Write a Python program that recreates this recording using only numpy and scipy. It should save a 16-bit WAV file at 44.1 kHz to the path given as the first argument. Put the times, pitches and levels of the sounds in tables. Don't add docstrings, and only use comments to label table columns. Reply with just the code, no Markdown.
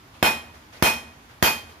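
import sys
import numpy as np
from scipy import signal
from scipy.io import wavfile

SR = 44100
rng = np.random.default_rng(int(sys.argv[2]) if len(sys.argv) > 2 else 0)


def materialize(psi):
    bounded = np.clip(np.atleast_2d(psi).T, -1, 1)
    quanta = np.round(bounded * 32767).astype(np.int16)
    wavfile.write(sys.argv[1], SR, quanta)


def voltage_ratio(level):
    return 10 ** (np.asarray(level, float) / 20)


N = 79380
LEFT_RIGHT = np.array([[.5], [-.5]])

# start in seconds, then pulse, thump, room tail and ring, all in dB.
BLOWS = [
    (.2271, -2.7, -0.5, 3.5, -2),
    (.8244, -0.3, 7.5, 3.5, -1.5),
    (1.4256, -6.3, 5, 2.5, -4),
]
# frequency in Hz, left-right correlation (-1 to 1).
COHERENCE = [(60, 1), (250, 0.9), (700, 0.31), (1500, -0.15), (3000, 0.08), (8000, -0.088), (15000, -0.065)]


def rms_one(x):
    return x / np.sqrt(np.mean(x ** 2) + 1e-20)


def at_hz(points, hz):
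    table_hz, values = np.array(points).T[:2]
    return np.interp(np.log(hz), np.log(table_hz), values)


def near(hz, centre_hz):
    return abs(hz / centre_hz - 1) < .01


def since(s):
    return np.maximum(np.arange(N) / SR - s, 0)


def shape(s, rise, t60):
    t = since(s)
    return (1 - np.exp(-t / max(rise, 1e-4))) * voltage_ratio(-60 * t / max(t60, 1e-3))


def drift(rate_hz):
    hop = 40
    pole = np.exp(-2 * np.pi * rate_hz * hop / SR)
    white = rng.standard_normal(N // hop + 2002)
    slow = rms_one(signal.lfilter([1], [1, -2 * pole, pole * pole], white)[2000:])
    return np.interp(np.arange(N) / hop, np.arange(len(slow)), slow)


def bands(spectrum, patchy_db, rate_hz):
    edges = 40 * 2 ** np.arange(0, 9.1, .5)
    layers = []
    settle = 4000
    white = rng.standard_normal((2, 2, N + settle))
    for k, (low, high) in enumerate(zip(edges, edges[1:])):
        band_pass = signal.butter(2, [low, high], "band", fs=SR, output="sos")
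        mid, side = signal.sosfilt(band_pass, white[k % 2])[:, settle:]
        hz = np.sqrt(low * high)
        alike = np.clip(at_hz(COHERENCE, hz), -1, 1)
        gain = voltage_ratio(at_hz(spectrum, hz) + patchy_db * drift(rate_hz))
        stereo = np.sqrt(1 + alike) * mid + np.sqrt(1 - alike) * side * [[1], [-1]]
        layers.append((hz, gain * stereo))
    total = np.sqrt(np.mean(sum(band for _, band in layers) ** 2))
    return [(hz, band / total) for hz, band in layers]


def background():
    # frequency in Hz, density in dB per Hz.
    roar_spectrum = [(24, -33), (40, 0.5), (112, -8.5), (237, -15.5), (345, -3), (412, -28), (615, -16.5),
                     (990, -14.5), (16000, -36.5)]
    # frequency in Hz, density in dB per Hz.
    cloth_spectrum = [(300, -2.5), (700, 1), (2000, 0.5), (5000, -7.5), (16000, -22.5)]
    # start in seconds, level in dB, rise in seconds, fall t60 in seconds.
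    swishes = [
        (0.123, -47, 0.026, 0.71),
        (.535, -47.5, 0.0053, 0.45),
        (.722, -41, 0.013, 0.54),
        (1.285, -45.5, .015, 0.28),
        (1.675, -44, 0.018, 0.41),
    ]
    roar = voltage_ratio(-49.5) * sum(band for _, band in bands(roar_spectrum, patchy_db=.6, rate_hz=9))
    moves = sum(voltage_ratio(db) * shape(s, rise, t60) for s, db, rise, t60 in swishes)
    cloth = sum(band for hz, band in bands(cloth_spectrum, patchy_db=-2.0, rate_hz=15) if hz > 300)
    return roar + moves * cloth


def resonance(hz, width_hz, x):
    return signal.lfilter(*signal.iirpeak(hz, hz / width_hz, fs=SR), x)


def shed():
    # frequency in Hz, density in dB per Hz.
    tail_spectrum = [(60, -9.5), (200, -10.5), (860, -3), (2200, -7), (3200, -13), (6000, -23),
                     (10000, -21.5), (15000, -22.5)]
    # frequency in Hz, t60 in seconds.
    tail_t60 = [(60, 0.072), (130, 0.24), (300, 0.24), (1000, 0.23), (3000, 0.31), (8000, 0.33),
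                (15000, 0.23)]
    # level in dB at 6800 Hz, proportional to frequency.
    treble = [
        -1,
        1,
        2,
    ]
    # frequency in Hz, bandwidth in Hz, gain.
    shimmer = [(7320, 103, 0.53), (10970, 120, 0.65), (12520, 83, 0.48), (13380, 100, 0.4)]
    tail_db, rise_s = -12, 0.00081
    early_db, early_t60_s = -7, 0.01
    late_db, late_t60_s, late_dull_hz = -19.5, 0.85, 1460
    tick_db, tick_lead_s = -39, 0.0026
    repeat_hz = 1570
    clusters, cluster_width_hz = 24, 170
    layers = bands(tail_spectrum, patchy_db=0.7, rate_hz=83)
    spots = rng.uniform(4100, 15000, (len(BLOWS), clusters))
    out = np.zeros((2, N))
    for (s, _, _, db, _), treble_db, cluster_hz in zip(BLOWS, treble, spots):
        tail = np.zeros((2, N))
        tick = voltage_ratio(tick_db) * shape(s - tick_lead_s, .002, 0.026)
        for hz, band in layers:
            main = shape(s, rise_s, at_hz(tail_t60, hz))
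            early = voltage_ratio(early_db) * shape(s, rise_s, early_t60_s)
            late = voltage_ratio(late_db) / (1 + hz / late_dull_hz) * shape(s, 0.044, late_t60_s)
            env = voltage_ratio(db + tail_db + treble_db * hz / 6800.0) * (main + early + late) + tick
            same = 1 / (1 + (hz / repeat_hz) ** 2)
            common = np.roll(band, int(s * SR), axis=1)
            fresh = np.roll(band, N // 2, axis=1)
            tail += env * (np.sqrt(1 - same) * fresh + np.sqrt(same) * common)
        out += tail + sum(resonance(hz, cluster_width_hz, tail) for hz in cluster_hz)
    return out + sum(gain * resonance(hz, width_hz, out) for hz, width_hz, gain in shimmer)


def impact():
    # start in seconds, level in dB, left-right in dB.
    rebound = (1.4269, -9, 16)
    # frequency in Hz, level in dB, t60 in seconds.
    stand_modes = [(103, -5.5, 0.023), (171.6, -10, 0.028), (338.6, -22.5, 0.066), (64.7, -10, 0.037)]
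    thump_pan = [
        7,
        1,
        -4,
    ]
    pulse_s, pulse_db = .00018, 9
    floor_echo_s, floor_echo_db = 0.00427, -8
    thump_delay_s, thump_lag_rad = .0007, 0.93
    direct = [(s, db, 0) for s, db, *_ in BLOWS]
    echoes = [(s + floor_echo_s, db + floor_echo_db, 0) for s, db, _ in direct]
    out = np.zeros((2, N))
    for s, db, pan_db in direct + echoes + [rebound]:
        t = since(s) / pulse_s
        out -= voltage_ratio(pulse_db + db + pan_db * LEFT_RIGHT) * t * np.exp(-t)
    for (s, _, db, _, _), pan_db in zip(BLOWS, thump_pan):
        start = s + thump_delay_s
        for hz, level_db, t60 in stand_modes:
            gain = voltage_ratio(db + level_db + pan_db * LEFT_RIGHT)
            wave = np.sin(2 * np.pi * hz * since(start) - thump_lag_rad * LEFT_RIGHT)
            out += gain * shape(start, 0.0026, t60) * wave
    return out


def anvil():
    # frequency in Hz, starting sign.
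    pair_pitch = [(2487.6, 1), (2492.4, -1), (3154.5, 1), (3160.5, 1), (72, -1), (81.6, 1), (220.5, 1),
                  (235.8, 1), (2483, 1), (228, 1)]
    # level in dB, t60 in seconds, swell in seconds.
    pair_decay = [(-3.5, 0.23, 0.037), (-13, 0.4, 0.0013), (-22.5, 0.44, 0.0057), (-18, 0.29, 0.0048),
                  (-39, 1.05, 0.14), (-38, 1.32, 0.11), (-32, 0.56, 0.0033), (-28, 0.56, 0.0035),
                  (-34, 0.64, 0.015), (-40.5, 1.04, 0.0067)]
    single_pitch = [494, 755, 878, 940, 1083, 1484, 1890, 2438, 4200, 5312, 6982]
    # level in dB, t60 in seconds, swell in seconds.
    single_decay = [(-27, 0.11, 0.015), (-8.5, 0.099, 0.0033), (-13.5, 0.28, 0.023), (-16.5, 0.24, 0.026),
                    (-21, 0.29, 0.0033), (-18, 0.18, 0.016), (-35.5, 0.68, 0.046), (-20.5, 0.36, 0.035),
                    (-33, 0.3, .02), (-23, 0.33, 0.0067), (-26, 0.31, 0.041)]
    ring_tilt = [
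        -1.5,
        0.5,
        4,
    ]
    swell_scale = [
        0.67,
        1.1,
        0.96,
    ]
    scatter_db, main_lag_rad = .7, .8
    modes = [(hz, sign, *rest) for (hz, sign), rest in zip(pair_pitch, pair_decay)]
    modes += [(hz, 1, *rest) for hz, rest in zip(single_pitch, single_decay)]
    chance = rng.standard_normal((len(modes), len(BLOWS)))
    apart = np.repeat(rng.uniform(-1, 1, len(modes)), 2)[:len(modes)]
    out = np.zeros((2, N))
    for (hz, sign, level_db, t60, swell), luck, gap in zip(modes, chance, apart):
        turn = gap * np.arccos(np.clip(at_hz(COHERENCE, hz), -1, 1))
        if near(hz, 2488):
            turn = main_lag_rad
        for (s, *_, db), a, tilt_db, slow in zip(BLOWS, luck, ring_tilt, swell_scale):
            gain = sign * voltage_ratio(db + level_db + scatter_db * a + tilt_db * near(hz, 3157))
            wave = np.sin(2 * np.pi * hz * since(s) + turn * LEFT_RIGHT)
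            out += gain * shape(s, swell * slow, t60) * wave
    return out


def scene():
    right_db = 1.13
    return (background() + shed() + impact() + anvil()) * voltage_ratio(-right_db * LEFT_RIGHT)


def top_cut(x):
    return signal.sosfilt(signal.butter(12, 16620, fs=SR, output="sos"), x)


def record(dry):
    notch_hz, notch_width_hz, notch_share = 8060, 1800, 0.52
    limit_db, attack_s, release_db_per_s = -14.5, 0.0015, 291
    clip_top = 0.99
    x = dry - notch_share * resonance(notch_hz, notch_width_hz, dry)
    x = signal.sosfilt(signal.butter(3, 63, "high", fs=SR, output="sos"), x)
    r = np.exp(-1 / (attack_s * SR))
    power = signal.lfilter([1 - r], [1, -r], np.mean(x ** 2, axis=0))
    level = 10 * np.log10(power + 1e-12)
    fall = release_db_per_s * np.arange(N) / SR
    held = np.maximum.accumulate(level + fall) - fall
    over = np.maximum(held - limit_db, 0)
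    x = x * voltage_ratio(-signal.lfilter([1 - r], [1, -r], over))
    x = clip_top * np.tanh(x / clip_top)
    x = signal.sosfilt(signal.cheby2(14, 40, 15620, fs=SR, output="sos"), x)
    return top_cut(x)


dry = scene()
out = record(dry)
materialize(out)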